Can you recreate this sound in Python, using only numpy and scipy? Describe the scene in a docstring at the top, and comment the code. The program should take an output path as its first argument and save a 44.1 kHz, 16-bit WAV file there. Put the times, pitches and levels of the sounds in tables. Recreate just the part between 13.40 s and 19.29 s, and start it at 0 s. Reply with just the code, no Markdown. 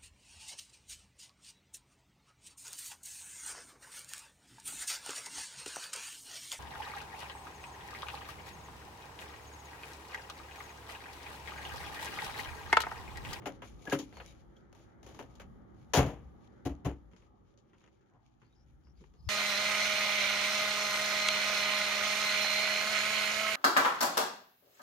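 """Car bonnet closed in a windy seaside car park

A man frees and stows a bonnet's stay rod, drops the bonnet onto its latch, presses it twice and walks off.
Blows excite decaying modes and rattling noise; squeaks and bird chirps are narrow noise on gliding pitches.
Gusts rumble on a phone with two unlike ports, over far surf and the rustle of hands, cloth and grit:
these are shaped noise with wandering levels."""
import sys
import numpy as np
from scipy import signal
from scipy.fft import rfft, irfft, next_fast_len
from scipy.io import wavfile
from scipy.ndimage import uniform_filter1d

SR = 44100
rng = np.random.default_rng(int(sys.argv[2]) if len(sys.argv) > 2 else 0)


def waveform_to_disk(signal):
    """Save audio, clipped to [-1, 1], as 16-bit WAV at the path in sys.argv[1]."""
    frames = np.transpose(np.atleast_2d(signal))
    scaled = np.clip(frames, -1, 1) * 32767
    samples = np.round(scaled).astype(np.int16)
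    wavfile.write(sys.argv[1], SR, samples)


N = 259731

# Levels in these tables hold ahead of the ports' colour.
# Blows on the bonnet. Each row: start in seconds, nominal peak of the 900-2500 Hz band in dB, weight (low-band
# gain before its shares) in dB, edge (treble gain before its shares) in dB, rattle t60 of the lowest band in
# seconds, boom added to the lowest band in dB, nominal gain of the ringing panel over the rattle in dB.
BONNET_BLOWS = [(2.5347, -20.5, -10.5, 4, 0.27, -9, -14), (2.5554, -24.5, -6, 3, 0.18, -9, 1),
                (2.5712, -22, 5, -3, 0.24, 0, -12.5), (2.5934, -35.5, 8, -24, 0.55, 0.5, -8),
                (2.6225, -38.5, 8, -10, 0.23, 1, -10), (2.6606, -43, 6, 1.5, 0.38, 2, -14.5),
                (3.2506, -43.5, 16, 4.5, 0.18, -4, -5.5), (3.259, -39.5, 11.5, -1.5, 0.11, 0.5, -3),
                (3.2924, -48.5, 7.5, -5, 0.21, 7.5, -7), (3.4472, -41, 2.5, 0.5, 0.12, 3.5, -16),
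                (3.4534, -37.5, 11, -4.5, 0.25, -1, -12)]
# Knocks of the stay rod and hinges. Each row: start in seconds, peak in dB, weight in dB, edge in dB,
# t60 in seconds, all as for the bonnet.
ROD_KNOCKS = [(0.02, -50, -1, -15, 0.28), (0.0571, -33.5, 1.5, -3, 0.2), (0.2193, -41.5, -6, -11.5, 0.18),
              (0.3926, -68, 12, 8, 0.37), (0.453, -51, 0, 8, 0.11), (0.473, -42, 7.5, -7, 0.2),
              (0.4974, -40.5, -32, 6.5, 0.14), (0.5218, -25, 6.5, -5.5, 0.2),
              (0.5886, -45.5, 8, 12.5, 0.23), (0.7248, -49.5, -19, -10, 0.39), (0.7685, -44, -19, -6, 0.16),
              (0.8001, -40, -20, -17, 0.13), (0.8165, -51, -14, -8, 0.57), (1.166, -68.5, -16, 7, 0.45),
              (1.3268, -57, -5, 3.5, 0.12), (1.3488, -60, -6, 4.5, 0.77), (1.6295, -54.5, -9.5, 5.5, 0.34),
              (1.6626, -51.5, 1, 2.5, 0.89), (1.7453, -53.5, 1, 2, 0.34), (1.7901, -40, -0.5, -7, 0.25),
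              (1.825, -57, 9, 5, 0.16), (1.953, -64, -3, 13.5, 0.17), (1.9975, -43.5, -21, -4, 0.21)]
# Shoes on gritty concrete. Each row: start in seconds, peak in dB, weight in dB, edge in dB, t60 in seconds.
STEPS = [(3.714, -64, 2.5, -2.5, 0.11), (3.7331, -59.5, 8.5, 1, 0.13), (3.763, -58.5, -14, 9.5, 0.22),
         (3.822, -61.5, -6, -4, 0.26), (4.1749, -70, -1, 18, 0.096), (4.3322, -60, 0, -3.5, 0.15),
         (4.4132, -62.5, -4, -5.5, 0.12), (4.4398, -58, -6, 4.5, 0.065), (4.4613, -62.5, -4, 5, 0.06),
         (4.4756, -57.5, -1.5, -1.5, 0.076), (4.6083, -73.5, 9, 8, 0.079), (4.7361, -74, 17, 2.5, 0.11),
         (5.017, -58, 2, -5.5, 0.17), (5.4696, -65, 8.5, -6, 0.1), (5.6059, -69, 21, 12.5, 0.2),
         (5.6393, -56, 1, -5, 0.057), (5.738, -68, 10, 12.5, 0.19)]
# Limits of the six bands of a blow, in Hz.
BAND_EDGES_HZ = [40, 200, 450, 900, 2500, 7800, 16000]
# Level of each band against the 900-2500 Hz band, before weight and edge, in dB.
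BONNET_BANDS_DB = [-0.5, -3, -1.5, -1, -7, -12.5]
ROD_BANDS_DB = [-16.5, -6.5, -3.5, 0, -5.5, -11]
SOLE_BANDS_DB = [-7.5, -10.5, -14.5, -0.5, -12.5, -30]
# Share of the weight and of the edge that each band takes, as a plain factor.
WEIGHT_SHARE = [0.98, 0.92, 0.25, 0.025, 0, 0.089]
EDGE_SHARE = [0.018, 0.17, 0.065, 0, 0.9, 0.78]
# Modes of panel, rod and soles. Each row: frequency in Hz, level before scatter in dB,
# t60 before the damping of each blow in seconds.
BONNET_MODES = [(66.4, 0, 0.82), (131.9, -9, 0.51), (165, -18, 0.98), (217, -8, 0.085), (270.4, 2.5, 0.35),
                (293.3, 1.5, 0.89), (342, -6.5, 0.76), (384, -7, 0.18), (504, -24.5, 0.099),
                (582, -5.5, 0.083), (598, -16, 0.4), (651, -5, 0.22), (731, 3, 0.18), (854, -4.5, 0.18),
                (884.5, -12.5, 0.1), (1068, -32, .28), (1080, -9, 0.081), (1390, -12, 0.19),
                (1650, -9.5, 0.18), (1907, -12, 0.086)]
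ROD_MODES = [(143, -5, .28), (268.2, 0, 0.6), (300.2, -3, 1), (396.3, -2, 0.24), (548, -4.5, 0.49),
             (725, -5.5, 0.18), (843, -9, 0.078), (1003, -12.5, 0.27), (1280, -5.5, 0.21),
             (1442, -6.5, 0.1), (2102, -13.5, 0.11), (2890, -3.5, 0.081)]
SOLE_MODES = [(150, -17.5, 0.06), (326, -7.5, 0.041)]
# Squeaks and scuffs. Each row: start in seconds, length in seconds, starting pitch in Hz, nominal width in Hz,
# level before the ragged swings in dB.
SQUEAKS = [(0.462, 0.036, 1700, 60, -43), (0.515, 0.02, 1678, 30, -30), (0.722, 0.14, 4460, 450, -66),
           (.85, 0.084, 3960, 450, -72), (1.163, 0.015, 3280, 350, -68.5), (4.257, 0.15, 1892, 2500, -81),
           (4.409, 0.095, 2015, 3000, -75.5), (4.7, .11, 1000, 900, -75.5),
           (5.775, 0.049, 5250, 150, -75.5), (5.835, 0.055, 5340, 250, -65)]
# Rising chirps of far birds. Each row: start in seconds, length in seconds, starting pitch in Hz,
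# nominal width in Hz, level before the ragged swings in dB.
CHIRPS = [(5.013, .1, 4320, 900, -83.5), (5.097, 0.061, 3590, 350, -83), (5.135, 0.12, 5000, 900, -78.5),
          (5.428, .11, 4960, 1100, -77.5), (5.55, .06, 4510, 700, -82), (5.74, 0.15, 4440, 1280, -79)]
# Hands, cloth and grit rubbing. Each row: start in seconds, hold in seconds, level before flicker in dB.
RUBS = [(0.0, 0.16, -72.5), (0.25, 0.045, -63), (0.421, .1, -64.5), (0.494, 0.054, -55.5),
        (0.734, 0.15, -64.5), (1.33, 0.13, -73.5), (1.649, 0.26, -70.5), (2.345, .15, -77),
        (3.02, 0.36, -81), (3.718, 0.067, -74.5), (4.295, 0.24, -82.5), (5.002, 0.44, -82),
        (5.576, 0.08, -78.5)]
# Spectral shapes of the noises. Each row: frequency in Hz, relative gain in dB.
RUSTLE_SPECTRUM = [(400, -26.5), (1000, -12), (1800, -7.5), (2300, 7.5), (2700, -1), (3150, -3), (4000, -4),
                   (5500, -4.5), (9000, -8.5), (15000, -15.5)]
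WIND_SPECTRUM = [(20, -28.5), (40, 2.5), (60, 11), (100, -7), (160, -3), (300, -45.5)]
SURF_SPECTRUM = [(59, -37), (100, -3.5), (195, -6), (282, -11), (320, 0.5), (358, -13), (393, -14.5),
                 (461, -21), (568, -15), (845, -16.5), (1040, -22.5), (1260, -5), (1500, -19),
                 (2060, -24.5), (4500, -51), (5850, -79.5), (9900, -120)]
# Lean of the surf. Each row: frequency in Hz, left minus right in dB.
SURF_LEAN = [(120, 0.5), (380, -8.5), (700, 0.5)]
# Wind level on the ports. Each row: time in seconds, level before flicker in dB.
GUSTS = [(0.0, -81), (0.15, -61), (0.24, -61.5), (0.36, -54), (0.45, -68), (0.85, -62), (1.2, -67.5),
         (1.6, -67.5), (2.1, -60), (2.27, -66.5), (2.42, -62.5), (2.85, -60.5), (3.2, -67.5), (3.6, -67),
         (4.2, -80.5), (5.05, -77.5), (5.33, -64), (5.55, -67.5), (5.89, -56)]
# Far surf level. Each row: time in seconds, level in dB.
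SWELL = [(0.0, -58), (.3, -62.5), (0.9, -65.5), (1.5, -66), (1.85, -63.5), (2.4, -64.5), (3.5, -64.5),
         (3.75, -70), (4.5, -73.5), (5.89, -75)]
# Colour of the ports. Each row: frequency in Hz, left gain in dB, right gain in dB.
PORTS = [(60, 4, 4), (352, 10, 8), (700, 8, 4.5), (1320, 0.5, -3), (2440, -3.5, -5), (3100, 2.5, 4),
         (5240, 0, -10), (6480, 4, -11.5), (6894, 8, -23), (6750, -0.5, -13), (8620, -18.5, -35),
         (8580, -9.5, -24.5), (10100, 3, -12), (14200, -4.5, -9), (15500, -7, -17.5)]

# Ring of the rod over its rattle for a knock at -60 dB; harder knocks ring more.
ROD_RING_DB, ROD_RING_DB_PER_DB = -24.5, 0.625
SOLE_RING_DB = -37
SQUEAK_GLIDE, CHIRP_GLIDE = -0.06, 0.11  # share by which the pitch moves
THUMP_S, THUMP_HZ, THUMP_DB, THUMP_PAN_DB = 5.8795, 75, -36, 12  # pan: left minus right
RUB_ATTACK_DB_PER_S, RUB_RELEASE_DB_PER_S, RUB_FLOOR_DB = 602, 88, -85.5
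LIMIT = 0.34  # ceiling of the soft clipping, full scale = 1
TOP_HZ = 15750


def undb(db):
    """Decibel law: amplitude ratio of a level."""
    return 10 ** (np.asarray(db) / 20)


def rms1(x):
    """Normalisation to unit root-mean-square."""
    return x / np.sqrt(np.mean(x ** 2))


def pair(pan_db):
    """Level difference between channels: left and right gains for left minus right in dB."""
    return undb(np.array([[pan_db], [-pan_db]]) / 2)


def add(out, x, s):
    """Superposition: mix x into out from second s."""
    i = int(s * SR)
    out[:, i:i + x.shape[1]] += x[:, :N - i]


def butter(order, hz, kind):
    """Maximally flat filter, as second-order sections."""
    return signal.butter(order, hz, kind, fs=SR, output="sos")


def colour(x, hz, db):
    """Spectral shaping along straight lines on a log-frequency axis."""
    size = next_fast_len(x.shape[-1])
    f = np.maximum(np.arange(size // 2 + 1) * SR / size, 1)
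    gain = undb(np.interp(np.log(f), np.log(hz), db))
    return irfft(rfft(x, size) * gain, size)[..., :x.shape[-1]]


def wide_noise(size, alike_hz):
    """Partial coherence: two channels alike well below alike_hz and unrelated well above."""
    mid, side = rng.standard_normal((2, size))
    side = signal.sosfilt(butter(1, alike_hz, "high"), side)
    return np.array([mid + side, mid - side])


def smooth_noise(size, span):
    """Low-pass by moving average: noise averaged over span samples."""
    return uniform_filter1d(rng.standard_normal(size), span)


def walk(rate):
    """Random modulation: levels held 1 / rate s, then averaged twice over that time."""
    k = int(SR / rate)
    held = np.repeat(rng.standard_normal(N // k + 1), k)
    return 0.93 * uniform_filter1d(uniform_filter1d(held, k), k)[:N]


def hits(events, bands_db, modes, crack_db, hold_ms, hold_ms_per_db, ring_stretch, push_ms, crack_ms,
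         alike_hz, fade_ratio, pan_db):
    """Modal excitation by impact: a crack, ringing modes and a rattle that holds, then decays band by band."""
    out, t = np.zeros((2, N)), np.arange(SR // 2) / SR
    bands = [butter(3, edges, "band") for edges in zip(BAND_EDGES_HZ[:-1], BAND_EDGES_HZ[1:])]
    hz, mode_db, mode_t60 = (c[:, None] for c in np.transpose(modes))
    decay = np.log(1000)  # 60 dB
    rings = np.sin(2 * np.pi * hz * t) * np.exp(-decay * t / mode_t60)
    rings *= 1 - np.exp(-t * 1000 / push_ms)
    crack = undb(crack_db) * np.exp(-t * 1000 / crack_ms)
    for s, db, weight_db, edge_db, t60, boom_db, ring_db in events:
        # every blow lands on another spot, so the modes share it differently; a resting hand damps them
        scatter_db = 2 * rng.standard_normal(len(modes))
        shares = undb(mode_db[:, 0] + scatter_db) * (-1) ** np.arange(len(modes))
        damping = np.exp(-decay * t / (ring_stretch * t60))
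        ring = undb(ring_db) * (shares @ rings) * damping

        rattle = wide_noise(len(t), alike_hz) * (1 - np.exp(-t / 0.00072))
        rattle *= undb(1.3 * rms1(smooth_noise(len(t), SR // 250)))  # loose parts clatter unevenly
        hold = max(hold_ms + hold_ms_per_db * (db + 59), 0) / 1000  # hold_ms is for a blow at -59 dB
        late = np.maximum(t - hold, 0)

        colour_db = np.array(bands_db) + weight_db * np.array(WEIGHT_SHARE) + edge_db * np.array(EDGE_SHARE)
        colour_db[0] += boom_db
        blow = 0
        for k, (sos, rel_db) in enumerate(zip(bands, colour_db)):
            # a ratio above 1 lets the treble die first, below 1 the lows
            fade = np.exp(-decay * late * fade_ratio ** k / t60)
            band = signal.sosfilt(sos, rattle * (fade + crack) + ring)
            loudest = np.sqrt(uniform_filter1d(band.mean(axis=0) ** 2, SR // 100).max())
            blow = blow + band * undb(db + rel_db - 7.5) / loudest  # rms set 7.5 dB under the nominal peak
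        add(out, blow * pair(pan_db), s)
    return out


def bonnet():
    """Plate vibration: blows on latch and panel sound low modes and a long rattle."""
    return hits(BONNET_BLOWS, BONNET_BANDS_DB, BONNET_MODES, crack_db=2.0, hold_ms=9.0,
                hold_ms_per_db=0.2349, ring_stretch=1.8, push_ms=5.0, crack_ms=1.5, alike_hz=2200,
                fade_ratio=1.088, pan_db=1.4)


def stay_rod():
    """Bar vibration: the harder the knock, the more its modes stand out of the rattle."""
    knocks = [(*row, 0, ROD_RING_DB + ROD_RING_DB_PER_DB * (row[1] + 60)) for row in ROD_KNOCKS]
    return hits(knocks, ROD_BANDS_DB, ROD_MODES, crack_db=9.0, hold_ms=2.1, hold_ms_per_db=0.51,
                ring_stretch=2.14, push_ms=0.97, crack_ms=1.6, alike_hz=1550, fade_ratio=1.148, pan_db=0.9)


def footsteps():
    """Damped impact: soles on grit give mostly cracking noise and hardly ring."""
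    steps = [(*row, 0, SOLE_RING_DB) for row in STEPS]
    return hits(steps, SOLE_BANDS_DB, SOLE_MODES, crack_db=15, hold_ms=2.5, hold_ms_per_db=-1,
                ring_stretch=2.5, push_ms=1.5, crack_ms=0.97, alike_hz=880, fade_ratio=0.94, pan_db=0.5)


def gliding_tones(events, glide):
    """Narrow-band noise around a gliding carrier: clean when narrow, a hiss when wide."""
    out = np.zeros((2, N))
    for s, length, hz, width_hz, db in events:
        size, span = int(length * SR), int(SR / width_hz)
        slow = uniform_filter1d(smooth_noise((2, SR // 4), span), span)
        in_phase, quadrature = slow[:, :size]
        phase = 2 * np.pi * np.cumsum(hz * np.linspace(1, 1 + glide, size)) / SR
        tone = rms1(in_phase * np.cos(phase) + quadrature * np.sin(phase))
        tone *= np.sqrt(np.hanning(size))
        tone *= undb(2.7 * rms1(smooth_noise(size, SR // 100)))  # ragged level
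        add(out, undb(db) * tone * np.ones((2, 1)), s)
    return out


def rubbing_db(t):
    """Masking by the strongest: every rub rises fast, holds and fades; the loudest one sets the level."""
    s, hold, db = (c[:, None] for c in np.transpose(RUBS))
    rise = RUB_ATTACK_DB_PER_S * np.maximum(s - t, 0)
    fall = RUB_RELEASE_DB_PER_S * np.maximum(t - s - hold, 0)
    return np.maximum((db - rise - fall).max(axis=0), RUB_FLOOR_DB)


def rustle(db):
    """Granular friction: millisecond grains, a few much larger than the rest; harder rubbing is brighter."""
    sizes = undb(2.6 * rng.exponential(size=N // 40 + 1))
    grains = uniform_filter1d(sizes.repeat(40)[:N], 40)
    noise = rms1(colour(wide_noise(N, 1500) * grains, *np.transpose(RUSTLE_SPECTRUM)))
    top = signal.sosfilt(butter(4, 8000, "high"), noise)
    body = signal.sosfilt(butter(4, 8000, "low"), noise)
    bright_db = 0.5 * (db + 62)
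    return (body + top * undb(bright_db)) * undb(db + 4.8 * walk(29))


def thump():
    """Pressure pulse: one brief low swing of a hard wind thump on the phone, stronger at left."""
    out, t = np.zeros((2, N)), np.arange(-SR // 20, SR // 20) / SR
    swing = np.cos(2 * np.pi * THUMP_HZ * t) * np.exp(-(1.5 * THUMP_HZ * t) ** 2)
    add(out, undb(THUMP_DB) * swing * pair(THUMP_PAN_DB), THUMP_S + t[0])
    return out


def wind(db):
    """Turbulent pressure on the ports: low rumble whose level follows the gusts and flickers."""
    noise = rms1(colour(wide_noise(N, 140), *np.transpose(WIND_SPECTRUM)))
    return noise * undb(db + 2.9 * walk(11)) * pair(2.6)


def surf(db):
    """Independent band modulation: octaves flicker alone; the low mids favour the right port."""
    noise = colour(wide_noise(N, 150), *np.transpose(SURF_SPECTRUM))
    lean_hz, lean_db = np.transpose(SURF_LEAN)
    left, right = colour(noise[0], lean_hz, lean_db / 2), colour(noise[1], lean_hz, -lean_db / 2)
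    noise = np.array([left, right])
    octaves = [butter(2, [hz, 2 * hz], "band") for hz in 80 * 2 ** np.arange(6)]
    flicker = sum(signal.sosfilt(sos, noise) * undb(1.5 * walk(7)) for sos in octaves)
    return rms1(flicker) * undb(db)


def background():
    """Superposition of steady noises: rustle, gusty wind and far surf."""
    t = np.arange(N) / SR
    gust_db, swell_db = (np.interp(t, *np.transpose(curve)) for curve in (GUSTS, SWELL))
    return rustle(rubbing_db(t)) + wind(gust_db) + surf(swell_db)


def scene():
    """Superposition of all sources, ahead of the ports."""
    handling = bonnet() + stay_rod() + footsteps() + gliding_tones(SQUEAKS, SQUEAK_GLIDE)
    birds = gliding_tones(CHIRPS, CHIRP_GLIDE)
    return handling + birds + thump() + background()


def causal(hz, db, size=1024):
    """Minimum-phase response with the given gains, from the folded cepstrum."""
    f = np.maximum(np.arange(size // 2 + 1) * SR / size, 1)
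    cep = irfft(np.interp(np.log(f), np.log(hz), db) * np.log(10) / 20, size)
    cep[1:size // 2] *= 2
    cep[size // 2 + 1:] = 0
    return irfft(np.exp(rfft(cep)), size)


def record(dry):
    """Port filtering and saturation: each port has its own colour, peaks are rounded and the top is cut."""
    hz, *port_db = np.transpose(PORTS)
    ports = np.array([signal.fftconvolve(x, causal(hz, db))[:N] for x, db in zip(dry, port_db)])
    rounded = LIMIT * np.tanh(ports / LIMIT)
    return signal.sosfilt(signal.ellip(10, 0.2, 70, TOP_HZ, fs=SR, output="sos"), rounded)


dry = scene()
out = record(dry)
waveform_to_disk(out)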